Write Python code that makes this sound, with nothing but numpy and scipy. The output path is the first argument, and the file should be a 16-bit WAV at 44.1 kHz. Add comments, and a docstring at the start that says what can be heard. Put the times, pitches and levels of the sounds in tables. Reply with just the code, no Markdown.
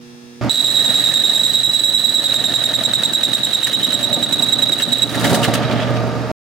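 """Fly cutter through sheet metal

A workshop hums with the mains, then a drill press starts and its fly cutter bites into a metal sheet.
The bit grabs at the same places of the groove on every turn and squeals at its own resonance, scraping
off chips. It breaks through: the squeal stops, burrs tear off, the sheet chatters, the loose disc rubs,
and the press rumbles on until the sound cuts off."""
import sys
import numpy as np
from scipy import signal
from scipy.fft import rfft, irfft
from scipy.io import wavfile

SR = 44100
rng = np.random.default_rng(int(sys.argv[2]) if len(sys.argv) > 2 else 0)


def dump(signal):
    """Clip the signal to [-1, 1] and save it as 16-bit WAV at the path in sys.argv[1]."""
    limited = np.clip(np.atleast_2d(signal).T, -1, 1)
    pcm = np.round(limited * 32767).astype(np.int16)
    wavfile.write(sys.argv[1], SR, pcm)


N = 286020
T = np.arange(N) / SR
HZ = np.maximum(np.fft.rfftfreq(N, 1 / SR), 1)
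START_S, END_S = .411, 6.317   # the press runs
BITE_S, SQUEAL_END_S = .495, 5.065   # the bit bites; it breaks through

# The bit's three grabs per turn as the groove deepens: t/s, snap place/turns, snap level/dB,
# swell place/turns, swell width/turns, swell level/dB, far flare place/turns, far flare level/dB
GRABS = [(.55, .275, -8, .62, .3, -13.5, .94, -11), (1.0, .28, -10, .5, .28, -15, .857, -9),
         (1.3, .228, -9, .49, .18, -9, .876, -7.5), (1.7, .228, -7, .42, .14, -11.5, .85, -10),
         (2.1, .335, -7.5, .44, .22, -12, .875, -10), (2.3, .348, -5, .555, .08, -10.5, .894, -15.5),
         (3.0, .311, -3.5, .51, .06, -8.2, .85, -18), (4.15, .305, -6, .44, .08, -8, .92, -28),
         (4.45, .275, -8, .37, .09, -8.5, .956, -9.5), (5.03, .265, -6, .345, .1, -7.5, .917, -17)]
# Bright spectrum of chips and burrs leaving the edge: f/Hz, level/dB
CHIP_SPECTRUM = [(1500, -18.5), (3000, -2), (4500, 2), (5600, -2), (7000, 0.5), (9000, 0), (12000, -6.5),
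                 (16000, -9.5)]


def from_db(db):
    """Decibels to gain."""
    return 10 ** (np.asarray(db) / 20)


def rms_one(x):
    """Scale to unit power."""
    return x / np.sqrt(np.mean(x ** 2) + 1e-20)


def in_time(rows):
    """Each column of a breakpoint table as a curve over time."""
    times, *columns = np.transpose(rows)
    return [np.interp(T, times, column) for column in columns]


def over_hz(points):
    """A breakpoint table as a curve over log frequency."""
    hz, value = np.transpose(points)
    return np.interp(np.log(HZ), np.log(hz), value)


def ramp(x):
    """A linear fade, held between zero and one."""
    return np.clip(x, 0, 1)


def between(start, end):
    """A gate with millisecond edges."""
    return ramp((T - start) * 1000) * ramp((end - T) * 1000)


def bell(x, width):
    """A smooth hump of height one around zero."""
    return np.exp(-(x / width) ** 2)


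def stroke(start_s, length_s):
    """A short envelope with a fast attack and a rounded decay."""
    age = np.maximum(T - start_s, 0) / length_s
    return (1 - np.exp(-10 * age)) * np.exp(-age ** 2)


def drift(rate_hz):
    """Smooth random modulation of unit power, moving at about this rate."""
    return rms_one(irfft(rfft(rng.standard_normal(N)) / (1 + (HZ / rate_hz) ** 2), N))


def pan(db):
    """Left and right gains for a level difference; positive leans left."""
    return from_db(np.array([[db], [-db]]) / 2)


def noise():
    """Two independent white noises."""
    return rng.standard_normal((2, N))


def grains(per_s, spread_db):
    """Two independent trains of random clicks of uneven size."""
    sizes = from_db(spread_db * np.minimum(rng.exponential(1, (2, N)), 4))
    return rms_one(sizes * rng.choice([-1, 1], (2, N)) * (rng.random((2, N)) < per_s / SR))


def resonances(modes):
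    """Response of damped modes in parallel, alternating in sign; rows of f/Hz, width/Hz, level/dB."""
    return sum((-1) ** k * from_db(db) / (1 + 1j * (HZ ** 2 - hz ** 2) / (HZ * width))
               for k, (hz, width, db) in enumerate(modes))


def radiate(force, response):
    """Two forces through one response, spread in stereo as mid and side; unit power."""
    # How alike the channels are: f/Hz, coherence/ratio
    coherence = [(60, 1), (600, 0.93), (1200, 0.8), (3000, 0.58), (12000, 0.25)]
    # Stereo balance: f/Hz, left minus right/dB
    balance = [(60, -19.5), (150, -4), (600, -1.3), (3000, -3), (15000, -1)]
    # Phase lead of the left channel: f/Hz, lead/rad
    left_lead = [(60, 4), (120, 1.5), (290, 0.69), (640, 0)]
    mid, side = rfft(force) * response
    alike = ramp(over_hz(coherence))
    pair = np.sqrt(1 + alike) * mid + np.sqrt(1 - alike) * side * [[1], [-1]]
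    lean = from_db(over_hz(balance) / 2) * np.exp(.5j * over_hz(left_lead))
    return rms_one(irfft(pair * [lean, 1 / lean], N))


def workshop_reverb(x, t60):
    """Dense reflections that die away, different on each side."""
    t = T[:SR // 2]
    tails = rng.standard_normal((2, len(t))) * from_db(-60 * t / t60) * (t > .003)
    tails /= np.linalg.norm(tails, axis=1, keepdims=True)
    return signal.fftconvolve(x, tails, axes=1)[:, :N]


def turns_after(place):
    """Turns since the bit passed this place of the groove; negative as it approaches."""
    turn_s, turn_zero_s = .0995, .5185
    return ((T - turn_zero_s) / turn_s - place + .5) % 1 - .5


def since_snap():
    """Turns since the snap that opens the main grab."""
    return turns_after(in_time(GRABS)[0])


def quiet_shop(air_db, buzz_db):
    """Room tone before the press starts: mains hum, a thin buzz on every half cycle, and faint air."""
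    # Hum lines: f/Hz, level/dB
    hum_lines = [(136, -54.5), (241, -42), (360.7, -50), (479.1, -52)]
    # Spectrum of the air noise: f/Hz, level/dB
    air_spectrum = [(30, -17), (100, -8), (137, 3), (190, -3.5), (1500, -18.5), (5700, -20), (8500, -33),
                    (15500, -34)]
    hum = sum(np.sqrt(2) * from_db(db) * np.sin(2 * np.pi * (hz * T + rng.random()))
              for hz, db in hum_lines)
    ticks = np.diff(np.floor(120 * T), prepend=0)
    buzz = rms_one(signal.sosfilt(signal.butter(2, [700, 5800], "band", fs=SR, output="sos"), ticks))
    buzz = rms_one(workshop_reverb(np.array([buzz, buzz]), t60=.13))
    air = rms_one(irfft(rfft(noise()) * from_db(over_hz(air_spectrum)), N))
    return (hum * pan(-5.5) + from_db(buzz_db) * buzz + from_db(air_db) * air) * between(0, START_S)


def press(rumble_db, table_db, motor_db, whine_db, knock_db, load_db, loose_db):
    """The motor hums; belt and spindle rattle the table and the sheet in small uneven knocks."""
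    # Shaking of press and sheet from the bite on: t/s, level/dB
    shake = [(0.52, -37), (0.84, -30.5), (1.76, -36), (2.54, -31.5), (3.7, -33.5), (4.1, -28.5),
             (5.05, -29.5), (5.215, -16), (6.29, -22.5)]
    # Spectrum of the rumble: f/Hz, level/dB
    rumble_spectrum = [(30, -62), (122, -7.5), (167, -7.5), (355, -13.5), (629, -15), (1000, -25.5),
                       (1200, -17), (1650, -22.5), (4200, -35.5), (4540, -31), (15000, -63)]
    # Press table and clamped sheet: f/Hz, width/Hz, level/dB
    table_modes = [(138.4, 14, -0.5), (212.5, 7, 8), (234.8, 15, 6), (282, 47, 8), (572.7, 7.9, 6),
                   (705, 23, 3.5), (923.6, 37, -3.5), (1203, 16.5, -1.5)]
    # Motor hum: f/Hz, level/dB
    motor_lines = [(74.4, -17.5), (119.8, -0.5), (180, -15), (629.5, -11)]
    # The sheet, ringing loosely once cut through: f/Hz, width/Hz, level/dB
    loose_modes = [(452.4, 11, 0), (630, 24, 0), (1187, 7.3, -4), (1228, 9.8, -6)]
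    # Whine of the spindle bearings: f/Hz, width/Hz, level/dB
    bearing_modes = [(5270, 25, -2.5), (6557, 25, -1.5)]
    idle_db = -20.5
    level_db = np.where(T < BITE_S, idle_db, in_time(shake)[0]) + .53 * duck_db() * (T > BITE_S)
    knocks = grains(1100, 3.86) * from_db(knock_db * drift(46))
    # soft knocks carry the bass, the smooth rush of belt and bearings the treble
    lowpass = 1 / (1 + (HZ / 1800) ** 2) ** 2
    force = irfft(rfft(knocks) * lowpass + rfft(noise()) * np.sqrt(1 - lowpass ** 2), N)
    rumble = from_db(rumble_db) * radiate(force, from_db(over_hz(rumble_spectrum)))
    table = from_db(table_db) * radiate(knocks, resonances(table_modes))
    # the clamped sheet drums while the bit bears on it
    load = from_db(load_db) * ramp((5.35 - T) / .27)
    drum = load * radiate(grains(1500, 5.6), resonances([(245.5, 171, 0)]) ** 2)
    hum = sum(from_db(db + 2 * drift(1.5)) * np.sin(2 * np.pi * hz * T + .5 * drift(3.08))
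              for hz, db in motor_lines)
    loose = from_db(loose_db) * ramp((T - 5.15) / .55) * radiate(noise(), resonances(loose_modes))
    # the hum stands out before and after the cut, when the press runs free
    free_db = 5 * (ramp((T - 5.4) / .54) + (T < BITE_S))
    motor = from_db(motor_db + free_db) * radiate(np.array([hum, np.zeros(N)]), 1)
    whine = from_db(whine_db) * radiate(noise(), resonances(bearing_modes))
    return from_db(level_db) * (rumble + table + drum + loose + motor + whine) * between(START_S, END_S)


def duck_db():
    """Scrape and rumble duck once a turn under the loud squeal, most of all midway through the cut."""
    depth_db = (4 + 4 * bell(T - 3, .83)) * between(BITE_S, SQUEAL_END_S)
    dip = bell(((since_snap() - .15) / .2) ** 2, .83)   # flat-topped, just after the snap
    return depth_db * (.35 - dip)


def sticking(dip_db=7, width_turns=.07):
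    """The bit sticks and falls quieter just before each snap."""
    return from_db(-dip_db * bell(since_snap() + width_turns, width_turns))


def grip(uneven_db):
    """Envelope of the bit's vibration in each turn: a snap, a swell, and a flare on the far side."""
    _, snap_db, swell_place, swell_width, swell_db, far_place, far_db = in_time(GRABS)
    rise_turns, fall_turns, far_turns = .022, .034, .07
    age = since_snap()
    snap = from_db(snap_db + uneven_db * drift(7.1)) * bell(age, np.where(age < 0, rise_turns, fall_turns))
    swell = from_db(swell_db + uneven_db * drift(7.1)) * bell(turns_after(swell_place), swell_width)
    far = from_db(far_db + uneven_db * drift(7)) * bell(turns_after(far_place), far_turns)
    # in the shallow groove the bit never quite stops squealing
    shallow = from_db(-20.5) * ramp((2.76 - T) / .63)
    first_squeak = from_db(-10) * bell(T - BITE_S, .01)
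    sustain = np.hypot(swell, shallow) * sticking()
    return np.sqrt(snap ** 2 + far ** 2 + first_squeak ** 2 + sustain ** 2)


def squeal(jitter_hz, flutter_db, sway_rad, limit_db, room_db):
    """Stick-slip of the bit: one high tone, bent once a turn, with overtones when it swings hard."""
    # Base pitch of the squeal: t/s, f/Hz
    pitch = [(0.52, 3845), (1.2, 3800), (1.8, 3863), (2.18, 3870), (2.3, 3794), (3.9, 3826), (5.0, 3855)]
    # Overtones: multiple of the pitch, level/dB, left minus right/dB
    overtones = [(2, -13.5, -3), (3, -24.5, 0.5), (4, -33.5, -4)]
    # Raggedness of each overtone: phase jitter/rad
    overtone_jitter = [.28, .95, .85]
    age, biting = since_snap(), between(BITE_S, SQUEAL_END_S)
    drive = grip(uneven_db=.23) * biting
    bend_hz = 3.7 + 26.4 * np.cos(2 * np.pi * (age + .27))   # high before the grab, sagging in it
    bend_hz += 135 * bell(age + .11, .08)   # flicks up as the bit is about to catch
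    bend_hz += 55 * bell(drive, .14) * drift(118)   # wavers when the swing is too weak to lock it
    phase = 2 * np.pi * np.cumsum(in_time(pitch)[0] + bend_hz + jitter_hz * drift(66)) / SR
    # the tone stutters until the groove guides the bit; a soft limit keeps the squeal's peaks even
    stutter_db = flutter_db + 3 * bell(T - BITE_S, 1.4)
    swing = from_db(limit_db) * np.tanh(drive * from_db(stutter_db * drift(180) - limit_db))
    # the whirling arm keeps changing the sound's path to each side
    paths = np.array([from_db(flutter_db * drift(100)) * np.exp(1j * sway_rad * drift(33))
                      for side in range(2)])
    tone = swing * np.real(paths * np.exp(1j * phase)) * pan(-7.5)
    # strain lifts the overtones between snap and swell, most in the deep groove
    strain_db = -14 + 4.5 * bell(T - 3.6, .8)
    strain = np.hypot(swing, from_db(strain_db) * bell(age - .11, .085) * biting)
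    for (multiple, db, side_db), jitter in zip(overtones, overtone_jitter):
        overtone = from_db(3.7 * drift(180)) * np.exp(1j * (multiple * phase + jitter * drift(230)))
        tone += from_db(db) * strain * np.real(paths * overtone) * pan(side_db)
    return tone + lingering_ring() + from_db(room_db) * workshop_reverb(tone, t60=.18)


def lingering_ring():
    """A steady ring near 3.9 kHz lingers between squeals and fades after the breakthrough."""
    # Envelope of the ring: t/s, level/dB
    ring_levels = [(.5, -20.5), (5.02, -22.5), (5.08, -27.5), (5.35, -27), (6.0, -47)]
    # Peaks of the ring: f/Hz, width/Hz, level/dB
    ring_peaks = [(3880, 52.4, 2), (3792, 55, -5.5), (3983, 140, -11.5), (3665, 230, -11)]
    envelope = from_db(in_time(ring_levels)[0]) * between(BITE_S, END_S) * sticking()
    return envelope * radiate(grains(2500, 5.1), resonances(ring_peaks)) * pan(-2.7)


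def scrape(rasp_db, hiss_db, rough_db):
    """Chips shear off in clumps of tiny snaps: a rasp from the sheet, a hiss from the edge."""
    # While the groove is cut: t/s, rasp level/dB, hiss level/dB
    cutting = [(0.52, -36, -39.5), (0.65, -37.5, -42), (0.9, -31.5, -39), (1.97, -39.5, -44),
               (2.37, -33, -42.5), (4.33, -36, -45), (5.03, -35, -44)]
    # While the disc tears free: t/s, rasp level/dB, hiss level/dB
    breakthrough = [(5.12, -31.5, -36.5), (5.35, -35, -27.5), (5.75, -28.5, -46.5)]
    # Spectrum of the scraped sheet: f/Hz, level/dB
    rasp_spectrum = [(290, -34), (500, -4), (634, -1.5), (754, -7), (986, -12), (1810, -4), (2310, -14.5),
                     (3300, -7), (4290, -19), (7260, -120)]
    rasp_level, hiss_level = in_time(np.vstack([cutting, breakthrough]))
    duck = duck_db()
    # each main grab opens with a spurt of chips; spurts grow and chips coarsen as the groove deepens
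    spurt_db = 2 * T * bell(since_snap(), .13) * between(BITE_S, SQUEAL_END_S)
    force = grains(9000, 2.74) * from_db(rough_db * np.clip(T / 4, .5, 1.05) * drift(85))
    rasp = radiate(force, from_db(over_hz(rasp_spectrum)))
    rasp *= from_db(rasp_level + rasp_db + duck + .91 * spurt_db)
    hiss = radiate(force, from_db(over_hz(CHIP_SPECTRUM)))
    hiss *= from_db(hiss_level + hiss_db + .056 * duck + spurt_db)
    # the hiss ends when the disc parts from the sheet; its rim rasps a little longer
    parted_s, last_chip_s = 5.7, 6.046
    hiss *= ramp((parted_s - T) / .87)
    return (rasp + hiss) * between(BITE_S, END_S) * ramp((last_chip_s - T) / .23)


def sheet_song(mode_q):
    """The bit bows one resonance of the sheet after another; each swells once a turn."""
    # Bowed resonances: loudest t/s, spread/s, f/Hz, level/dB, place/turns
    bowed_modes = [(1.05, 0.52, 1820, -35.5, 0), (2.7, 0.27, 650, -31.5, 0.051),
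                   (2.53, 0.9, 1790, -38, 0.0012), (3.8, .25, 3080, -29, 0.3), (4.12, 0.14, 615, -27, 0.25)]
    song = np.zeros((2, N))
    for peak_s, spread_s, hz, db, place in bowed_modes:
        ring = radiate(grains(3000, 1.6), resonances([(hz, hz / mode_q, 0)]) ** 2)
        song += from_db(db) * bell(T - peak_s, spread_s) * bell(turns_after(place), .31) * ring
    return song * between(BITE_S, END_S)


def burrs(crackle_db, ring_db, room_db):
    """Each burr rips off in a short bright crackle and flicks two modes of the sheet."""
    # Burrs torn off the edge: t/s, level/dB, length/s, low ring/dB, high ring/dB
    rips = [(3.6682, -15.5, 0.01, 0.5, -12), (4.797, -26.5, 0.023, 8.5, 8), (5.139, -32.5, 0.027, 14, -4),
            (5.241, -19, 0.028, 7.5, -0.5), (5.294, -19.5, 0.019, 4.5, -6),
            (5.3295, -17.5, 0.0072, -7.5, -12), (5.343, -12.5, 0.014, -3, -8), (5.429, -20, 0.019, -4, 7),
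            (5.4424, -20.5, 0.0036, -2, 11), (5.447, -23.5, 0.014, 9.5, -3), (5.537, -13.5, 0.0092, -2, -3),
            (5.55, -16.5, 0.0079, 3.5, 2)]
    # Low and high ring of the flicked sheet: f/Hz, width/Hz, level/dB
    flicked_modes = [(1773, 260, 0), (2884, 390, 0)]
    tearing, flicks = np.zeros(N), np.zeros((2, N))
    for start_s, db, length_s, *rings_db in rips:
        rip = from_db(db) * stroke(start_s, length_s)
        tearing += rip
        flicks += np.outer(from_db(rings_db), rip)
    snaps = grains(3500, 3.5)
    crackle = from_db(crackle_db) * tearing * radiate(snaps, from_db(over_hz(CHIP_SPECTRUM)))
    for flick, mode in zip(flicks, flicked_modes):
        crackle += from_db(ring_db) * flick * radiate(snaps, resonances([mode]))
    return crackle + from_db(room_db) * workshop_reverb(crackle, t60=.16)


def disc_rubs(level_db):
    """The loose disc scrapes along the rim of the hole in a few short strokes."""
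    # Strokes against the rim: t/s, level/dB
    rubs = [(5.627, -28.5), (5.71, -26), (5.8, -28.5), (5.822, -30), (5.957, -30)]
    envelope = sum(from_db(db) * stroke(start_s, length_s=.022) for start_s, db in rubs)
    return from_db(level_db) * envelope * radiate(grains(3000, 2), resonances([(2800, 2300, 0)]) ** 2)


def scene():
    """The quiet shop, then the press at work."""
    bit = squeal(jitter_hz=12, flutter_db=.8, sway_rad=.5, limit_db=-8.5, room_db=-15)
    chips = scrape(rasp_db=-1, hiss_db=7, rough_db=3) + burrs(crackle_db=-4, ring_db=-5.5, room_db=-10)
    metal = sheet_song(mode_q=8.6) + disc_rubs(level_db=1)
    machine = press(rumble_db=-3, table_db=-2.5, motor_db=-6.5, whine_db=-35.5,
                    knock_db=2.5, load_db=-4.5, loose_db=-6.5)
    return quiet_shop(air_db=-46.5, buzz_db=-49) + (bit + chips + metal + machine) * between(0, END_S)


def record(dry):
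    """Soft clipping rounds the peaks; a steep low-pass cuts the very top."""
    cutoff_hz = 15850
    rounded = dry / (1 + dry ** 4) ** .25
    return signal.sosfilt(signal.ellip(10, .1, 80, cutoff_hz, fs=SR, output="sos"), rounded)


dry = scene()
out = record(dry)
dump(out)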